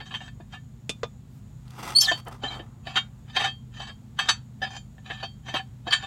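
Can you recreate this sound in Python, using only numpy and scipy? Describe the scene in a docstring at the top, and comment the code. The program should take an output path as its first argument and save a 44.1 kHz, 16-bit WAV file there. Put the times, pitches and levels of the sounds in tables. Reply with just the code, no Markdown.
"""Lug nuts spun by hand on the studs of a steel truck wheel lying on gravel outdoors.
A loose nut rasps and knocks on its thread, ringing itself, the stud and the wheel;
once the dry thread squeals by stick-slip. Steel clacks twice, a sleeve brushes, a shoe grinds gravel.
Far off, an engine idles and insects shrill."""
import sys
import numpy as np
from scipy import signal
from scipy.fft import rfft, irfft, next_fast_len
from scipy.io import wavfile
from scipy.ndimage import map_coordinates

SR = 44100
rng = np.random.default_rng(int(sys.argv[2]) if len(sys.argv) > 2 else 0)


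def file_out(sig):
    """Save sig as 16-bit WAV at sys.argv[1]."""
    # one column per channel
    cols = np.atleast_2d(sig).T
    # limit, then scale
    lim = np.clip(cols, -1, 1)
    pcm = np.round(lim * 32767).astype(np.int16)
    wavfile.write(sys.argv[1], SR, pcm)


N = 267246
TIME = np.arange(N) / SR
RING_TIME = TIME[:SR // 3]
LEAD_S = .03  # run-up before a rattle or chirp


def undb(db):
    """Decibels to gain."""
    return 10 ** (np.asarray(db) / 20)


def unit(x, span_s=None):
    """Scale to rms 1, over the first span_s if given."""
    return x / np.sqrt(np.mean(x[:int(span_s * SR) if span_s else None] ** 2) + 1e-20)


def add(out, start_s, x):
    """Mix x into out from start_s."""
    i = int(start_s * SR)
    x, i = x[max(-i, 0):], max(i, 0)
    out[i:i + len(x)] += x[:N - i]


def colour(x, points):
    """Minimum-phase filter through (f/Hz, level/dB) points."""
    size = 2 * next_fast_len(len(x))
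    hz, db = np.transpose(points)
    bins_hz = np.arange(size // 2 + 1) * SR / size
    gain = undb(np.interp(np.log(bins_hz + 1), np.log(hz), db))
    cepstrum = irfft(np.log(gain))
    cepstrum[1:size // 2] *= 2
    cepstrum[size // 2 + 1:] = 0
    return irfft(rfft(x, size) * np.exp(rfft(cepstrum)))[:len(x)]


def walk(rate_hz, like=TIME):
    """Smooth random drift, spread near 1."""
    knots = rng.standard_normal(int(len(like) / SR * rate_hz) + 3)
    return map_coordinates(knots, [np.arange(len(like)) / SR * rate_hz], order=2, mode="nearest")


def drive(force, response):
    """Sound of a body under a force."""
    return signal.fftconvolve(force, response)[:len(force)]


def ring(modes, scatter_db=4.5, detune=.001, damping=1.034):
    """Modal impulse response; each contact point weights the modes anew, fingers damp them."""
    out = 0
    for (hz, db, t60_s), (gain, shift, sign) in zip(modes, rng.standard_normal((len(modes), 3))):
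        phase = 2 * np.pi * hz * (1 + detune * shift) * RING_TIME
        decay = np.exp(-np.log(1000) * damping * RING_TIME / t60_s)
        out = out + np.sign(sign) * undb(db + scatter_db * gain) * np.sin(phase) * decay
    return out


def dense_ring(t60_s, late_db, late_t60_s):
    """Countless short modes as decaying noise, plus a faint longer echo."""
    decay = -np.log(1000) * RING_TIME
    envelope = np.exp(decay / t60_s) + undb(late_db) * np.exp(decay / late_t60_s)
    return rng.standard_normal(len(RING_TIME)) * envelope


def chatter(attack_s, hold_s, release_s, rate_hz, spread_db, rub_db=-16, rub_s=.006):
    """Tiny impacts: a light rub for LEAD_S, then the nut catches, rocks and settles."""
    t = TIME[:SR // 2] - LEAD_S
    swell = np.sqrt(np.clip(t / attack_s, 0, 1)) * np.exp(-np.maximum(t - hold_s, 0) / release_s)
    rub = undb(rub_db) * np.exp(-np.abs(t) / rub_s)
    hits = (rng.random(len(t)) < rate_hz / SR) * rng.choice([-1, 1], len(t))
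    return (swell + rub) * hits * undb(spread_db * rng.standard_normal(len(t)))


def air(level_db=-65):
    """Faint open-air hiss."""
    # f/Hz, level/dB
    spectrum = [(150, -12), (300, -4), (450, -3), (800, -2), (1500, -9), (2500, -13), (3700, -13),
                (5000, -18), (6200, -17), (7500, -14), (9500, -22), (15500, -23)]
    return unit(colour(rng.standard_normal(N), spectrum)) * undb(level_db + .5 * walk(5))


def engine(rumble_db=-48, waver=.008, throb_db=1.5):
    """Distant idle: orders waver with engine speed over a rumble."""
    # engine orders: f/Hz, level/dB
    orders = [(52, -58), (77, -60.5), (103, -56.5), (124, -48), (154, -55.5), (205, -57.5), (229, -70),
              (247, -68.5)]
    # f/Hz, level/dB
    rumble_spectrum = [(20, -28), (35, -20), (52, 0), (75, -1.5), (130, 3.5), (175, -7), (235, -2),
                       (290, -17.5), (450, -25.5), (1000, -63.5)]
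    speed = 1 + waver * walk(3)
    hum = 0
    for hz, db in orders:
        amplitude = np.sqrt(2) * undb(db + throb_db * walk(9))
        phase = 2 * np.pi * np.cumsum(hz * speed) / SR + .5 * walk(11)
        hum += amplitude * np.sin(phase)
    return hum + undb(rumble_db) * unit(colour(rng.standard_normal(N), rumble_spectrum))


def insects(hz=6850, level_db=-76, swell_db=2.5):
    """Thin, far shrill that comes and goes."""
    band = [(hz - 1200, -40), (hz - 300, -14), (hz - 90, 0), (hz + 90, 0),
            (hz + 300, -10), (hz + 900, -12), (hz + 2000, -40)]
    return unit(colour(rng.standard_normal(N), band)) * undb(level_db + swell_db * walk(9.6))


def sleeve(peak_s=1.36, width_s=.06, level_db=-68):
    """Cloth hisses as the arm reaches across."""
    hiss = unit(colour(rng.standard_normal(N), [(1000, -14), (7000, 0), (11000, -4), (15000, -1)]))
    return undb(level_db) * hiss * np.exp(-((TIME - peak_s) / width_s) ** 2)


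def shoe(rate_hz=3000, spread_db=3.5, tail_s=.0037, hiss_db=-4, split_hz=1700):
    """Stones grind under a sole: dense short grains and a few lone snaps."""
    # gravel spectrum: f/Hz, level/dB
    gravel = [(100, -12), (220, -0.5), (350, 0), (520, -4), (750, -0.5), (1150, -1.5), (1600, -10),
              (2200, -11), (5000, -19.5), (8400, -22.5), (15500, -31.5)]
    # sole presses: peak t/s, rise/s, fall/s, level/dB, treble/dB
    scuffs = [(1.787, 0.0044, 0.017, -38.5, -14), (1.889, 0.087, 0.064, -36, 2.5),
              (2.188, 0.035, 0.018, -47, 5.5), (2.27, 0.0056, 0.022, -35, -14),
              (2.321, 0.0085, 0.031, -43, -1.5), (2.549, 0.076, 0.065, -43, -9), (2.9, .4, .2, -62.5, -22)]
    # snapping stones: t/s, level/dB, f/Hz
    stones = [(1.68, -53.5, 3480), (1.706, -50, 4360), (1.784, -44.5, 1650), (1.893, -42, 3030),
              (2.188, -65, 13000), (2.251, -58, 9000), (2.283, -46.5, 9200)]
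    grains = (rng.random(N) < rate_hz / SR) * rng.standard_normal(N)
    grains *= undb(spread_db * np.minimum(rng.exponential(size=N), 4))
    tail = rng.standard_normal(len(RING_TIME)) * np.exp(-RING_TIME / tail_s)
    grind = unit(drive(grains, tail)) + unit(grains) + undb(hiss_db) * rng.standard_normal(N)
    crunch = unit(colour(grind, gravel)) * undb(walk(60))
    low = signal.sosfiltfilt(signal.butter(2, split_hz, fs=SR, output="sos"), crunch)
    out = np.zeros(N)
    for peak_s, rise_s, fall_s, db, treble_db in scuffs:
        width_s = np.where(TIME < peak_s, rise_s, fall_s)
        weight = np.exp(-np.abs((TIME - peak_s) / width_s) ** 1.3)
        out += undb(db) * weight * (low + undb(treble_db) * (crunch - low))
    for start_s, db, hz in stones:
        burst = dense_ring(t60_s=.02, late_db=-25.5, late_t60_s=.08)
        snap = colour(burst, [(hz / 5, -18), (hz, 0), (3 * hz, -18)])
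        add(out, start_s, undb(db) * unit(snap, span_s=.0024))
    return out


def clacks(crack_db=-6, crack_s=.0012):
    """Steel set down on steel: a crack and a short, hand-damped ring."""
    # t/s, level/dB, ring/dB, spectrum (f/Hz, level/dB)
    blows = [(0.8939, -28, -8.5, [(150, -12), (420, -4), (900, -14), (2000, -18), (2600, -2.5),
             (3400, -4.5), (4200, -11), (8000, -11.5), (11000, -26), (15000, -52)]),
             (1.0322, -26.5, -12, [(150, -9), (300, -22), (430, 6), (700, -2.5), (1150, -5), (2000, -15.5),
             (3500, -13), (5000, -21), (7000, -26), (10000, -51), (15000, -64)])]
    # set-down steel: f/Hz, level/dB, nominal t60/s
    modes = [(460, -12, .06), (600, -12, .07), (1210, -7, .12), (1830, -12, .075), (2455, -4, .11),
             (3537, 0, .12), (4760, -11, .075), (6412, -8, .08), (7892, -12, .06)]
    out = np.zeros(N)
    for start_s, db, ring_db, spectrum in blows:
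        crack = unit(rng.standard_normal(len(RING_TIME)) * np.exp(-RING_TIME / crack_s))
        body = unit(dense_ring(t60_s=.06, late_db=-30, late_t60_s=.22))
        body += undb(ring_db) * unit(ring(modes, scatter_db=0))
        clack = colour(body + undb(crack_db) * crack, spectrum)
        add(out, start_s, undb(db) * unit(clack, span_s=.017))
    return out


def chirp(hold_s, hz, rough_rad, glide_hz_per_s=0, attack_s=.0045, release_s=.007):
    """Brief stick-slip tone: grows for LEAD_S, holds, dies."""
    t = RING_TIME - LEAD_S
    phase = 2 * np.pi * (hz * t + glide_hz_per_s * t ** 2 / 2) + rough_rad * walk(700, t)
    return np.exp(np.minimum(t, 0) / attack_s - np.maximum(t - hold_s, 0) / release_s) * np.sin(phase)


def thread_tone(mode_hz=4467, flat_hz=195, waver=.0063, level_db=-10.5, flutter_db=2.3):
    """The dry thread sings by stick-slip, flat until it locks to its mode."""
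    start_s, attack_s, hold_s, release_s = 1.949, .015, .038, .019
    lock_s, glide_s = 1.965, .002
    hz = mode_hz - flat_hz * (1 - np.tanh((TIME - lock_s) / glide_s)) / 2
    phase = 2 * np.pi * np.cumsum(hz * (1 + waver * walk(400))) / SR
    second = undb(-14) * np.sin(2 * phase + .35 * walk(900))
    third = undb(-33) * np.sin(3 * phase + .7 * walk(900))
    t = TIME - start_s
    envelope = np.clip(t / attack_s, 0, 1) * np.exp(-np.maximum(t - hold_s, 0) / release_s)
    return envelope * (np.sin(phase) + second + third) * undb(level_db + flutter_db * walk(250))


def squeal(skid_s=2.046, skid_db=-22, rasp_s=2.01, rasp_db=-32, echo_db=-19):
    """The thread's tone hops between modes, skids down and breaks into a rasp."""
    # mode hops: full-strength t/s, hold/s, f/Hz, level/dB
    hops = [(1.955, .045, 3172, -38.5), (2.011, 0.0028, 5280, -13), (2.011, 0.0025, 6150, -15.5),
            (2.014, 0.0035, 11580, -25.5), (2.017, 0.003, 7120, -21.5), (2.022, 0.021, 3220, -22.5),
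            (2.028, 0.01, 5320, -21.5), (2.085, .018, 1770, -17.5), (2.085, 0.004, 3550, -22.5),
            (2.094, .008, 3185, -22.5), (2.486, .003, 3980, -29)]
    out = thread_tone()
    for full_s, hold_s, hz, db in hops:
        add(out, full_s - LEAD_S, undb(db) * chirp(hold_s, hz, rough_rad=.25))
    skid = chirp(hold_s=.016, hz=4900, rough_rad=1.8, glide_hz_per_s=-60000)
    add(out, skid_s - LEAD_S, undb(skid_db) * skid)
    force = chatter(attack_s=.006, hold_s=.008, release_s=.032, rate_hz=6000, spread_db=5)
    rasp = colour(force, [(800, -21.5), (3000, -7.5), (5500, 1), (8000, -9), (10500, -10),
                          (11600, -6.5), (12800, -21.5), (15500, -16.5)])
    add(out, rasp_s - LEAD_S, undb(rasp_db) * unit(rasp, span_s=.085))
    echo = dense_ring(t60_s=.1218, late_db=-13.5, late_t60_s=.25)
    return out + undb(echo_db) * drive(out, echo / np.sqrt(np.sum(echo ** 2)))


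def steel(force, span_s, bass, treble_db, lean_db, stud_db, looseness):
    """Chatter rings wheel, rim, stud and nut; looseness 1 is a light grip, higher rings more."""
    # modes: f/Hz, level/dB, nominal t60/s
    wheel = [(690, -4, .08), (1110, -4, .08), (1225, -5, .09), (1650, 2, .07), (2268, -4, .13),
             (2455, -4, .09), (2600, 0, .11), (2810, -2, .08), (3590, -1, .09), (3705, -2, .13),
             (3880, -4, .09), (4935, -5, .12), (5830, -11, .08), (6120, -6, .1), (6740, -12, .11),
             (6900, -9, .14), (7140, -8, .18), (7755, -17, .12), (7885, -13, .12), (8530, -23, .1),
             (8660, -24, .1), (9285, -24, .12), (9480, -25, .1), (9745, -25, .1), (11530, -29, .1),
             (11720, -25, .11), (12600, -31, .08), (14330, -28, .1)]
    rim = [(745, -7, .07), (774, -1, .1), (1690, -7, .06), (1745, -4, .08), (1775, 0, .11)]
    stud = [(3066, -1, .1), (3160, 0, .1), (3195, -1, .17)]
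    nut = [(4517, 0, .16), (4540, -10, .1)]
    # dense ring of wheel and surroundings: f/Hz, level/dB
    clatter = [(120, -16), (300, -3.5), (550, -5.5), (750, 3.5), (1000, 4.5), (1550, 4.5), (2050, -3),
               (2800, -1.5), (3800, 3), (4300, -8), (5300, -12), (6000, -6), (7800, -24.5), (9500, -30.5),
               (10500, -50.5), (15500, -39.5)]
    direct = 1 + undb(1) * np.exp(-RING_TIME / .002)  # tick straight from the contact
    dense = direct * dense_ring(t60_s=.05, late_db=-17, late_t60_s=.22)
    body = unit(colour(dense, clatter)) + unit(ring(wheel))
    # heavy contact brings out bass, hard contact treble
    body = colour(body, [(200, .62 * bass), (550, .71 * bass), (1400, 0), (3800, 0), (7000, treble_db),
                         (9000, .4 * treble_db), (10200, -7), (12000, -4 + .1 * treble_db)])
    sound = unit(drive(force, body), span_s)
    looseness = max(looseness, .3)
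    grip, boost_db = 1 / looseness, 9.5 * (looseness - 1)
    for modes, db, damping in ((rim, -5 - lean_db, 1), (stud, stud_db, grip), (nut, -14 + lean_db, grip)):
        ringing = drive(force, ring(modes, damping=damping))
        sound += undb(db + boost_db) * unit(ringing, span_s)
    return unit(sound, span_s)


def nut_turns(attack_s=.012, release_s=.0076, uneven_db=2.5):
    """Each finger flick spins the nut, which rasps lightly on its thread."""
    # t/s, hold/s, level/dB, treble/dB, stud ring/dB
    turns = [(0.053, 0.22, -50.5, 0.5, -2.5), (0.517, 0.027, -50, -1, -1), (2.019, .1, -36.5, 11, -1.5),
             (2.423, 0.13, -37.5, -4, 4), (2.857, .13, -43, -8, -7.5), (3.271, .033, -54, -4.5, -3),
             (3.345, 0.13, -33, -5.5, -7.5), (3.737, 0.042, -49.5, -1, -1),
             (3.791, 0.091, -44.5, 0.5, -5.5), (4.18, .11, -42, -1, -9), (4.615, .06, -44.5, -13, -2.5),
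             (4.702, 0.062, -43.5, 5, -4.5), (5.053, 0.158, -45.5, -7.5, -5), (5.455, 0.12, -44, -1.5, 0.5),
             (5.871, .18, -42.5, -3, -2)]
    out = np.zeros(N)
    for start_s, hold_s, db, treble_db, stud_db in turns:
        force = chatter(attack_s, hold_s, release_s, rate_hz=900, spread_db=5, rub_db=-7, rub_s=.012)
        force *= undb(uneven_db * walk(50, force))
        rasp = steel(force, LEAD_S + hold_s + release_s, bass=-.5, treble_db=treble_db,
                     lean_db=-1.5, stud_db=stud_db, looseness=1.17)
        add(out, start_s - LEAD_S, undb(db) * rasp)
    return out


def nut_knocks(attack_s=.0026, release_s=.0084):
    """The nut catches in short, hard rattles; dull ones lose treble, strong ones gain it."""
    # t/s, hold/s, level/dB, dullness, lean from rim (-) to nut (+)/dB, stud ring/dB, looseness
    knocks = [(0.0, 0.0052, -45, 9, -2, -5, 1.2), (0.105, 0.018, -44.5, 7, -2, -2, 1),
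              (0.14, 0.0098, -34.5, 1.5, -2.5, 8.5, 0.59), (0.204, 0.0059, -45.5, 8, -13, -7, 0.67),
              (0.274, .007, -51.5, -4, -8, -7, .9), (0.399, .006, -51.5, 38, -6, -18, 0.28),
              (0.528, .024, -45.5, -1, -9.5, -10.5, 0.64), (2.112, 0.0061, -27, 11.5, 3.5, -3, 1.09),
              (2.266, 0.011, -48.5, 35, 0, 0, 0.62), (2.432, 0.0074, -34.5, 27, -2, 1, 0.76),
              (2.592, .006, -43, 35, -3.5, -2, 0.45), (2.866, 0.0081, -39, -1, -3, -9, 1.4),
              (2.956, 0.017, -23.5, -3, 1, 2.5, 0.67), (3.361, 0.005, -26, -9, 0.5, -1.5, 1.26),
              (3.394, 0.02, -30, 1, -3.5, -17, 0.61), (3.44, 0.0092, -28.5, -7, -2.5, -5.5, 1.18),
              (3.464, 0.011, -34.5, 17, -1.5, 2, 1.21), (3.796, 0.0092, -42.5, -8, 0, -8, 2),
              (3.889, 0.013, -47, 10.5, 2, -4.5, 1.05), (4.188, 0.011, -25.5, -15, 0.5, -5, 1.24),
              (4.2857, 0.0069, -21, -13.5, 8, -7.5, 0.87), (4.617, 0.024, -30, -13, -11, -4, 1.26),
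              (4.979, .008, -58.5, 22, -12, -8, .9), (5.099, 0.014, -36, -0.5, -8, -4.5, 1.45),
              (5.226, 0.0087, -36.5, 4.5, 4.5, -7, 1.28), (5.483, 0.015, -39, 4.5, -4, 1.5, 0.88),
              (5.539, 0.0032, -31.5, 14.5, 1, -1.5, 0.87), (5.551, 0.017, -30.5, -9, -1.5, -0.5, 0.92),
              (5.587, 0.01, -41.5, 6, -9, -7, 1.07), (5.866, 0.012, -35.5, 19.5, -4.5, -3, 0.73),
              (5.905, 0.0071, -33.5, 2, 16, 0, 1.25), (5.922, .013, -20.5, -25, -0.5, -2, 1.16),
              (6.031, 0.0053, -42, -3, -6, -8, 0.95)]
    out = np.zeros(N)
    for start_s, hold_s, db, dullness, lean_db, stud_db, looseness in knocks:
        force = chatter(attack_s, hold_s, release_s, rate_hz=2600, spread_db=6)
        treble_db = -3.5 - .41 * max(dullness, -6) + .22 * db
        knock = steel(force, LEAD_S + hold_s + release_s, dullness, treble_db, lean_db, stud_db, looseness)
        add(out, start_s - LEAD_S, undb(db) * knock)
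    return out


def scene():
    """Mono sum of all sources."""
    metal = nut_turns() + nut_knocks() + clacks() + squeal()
    return (metal + shoe() + sleeve() + insects() + engine() + air())[None]


def record(dry, top_hz=15800):
    """Steep low-pass."""
    return signal.sosfilt(signal.ellip(10, .1, 80, top_hz, fs=SR, output="sos"), dry)


dry = scene()
out = record(dry)
file_out(out)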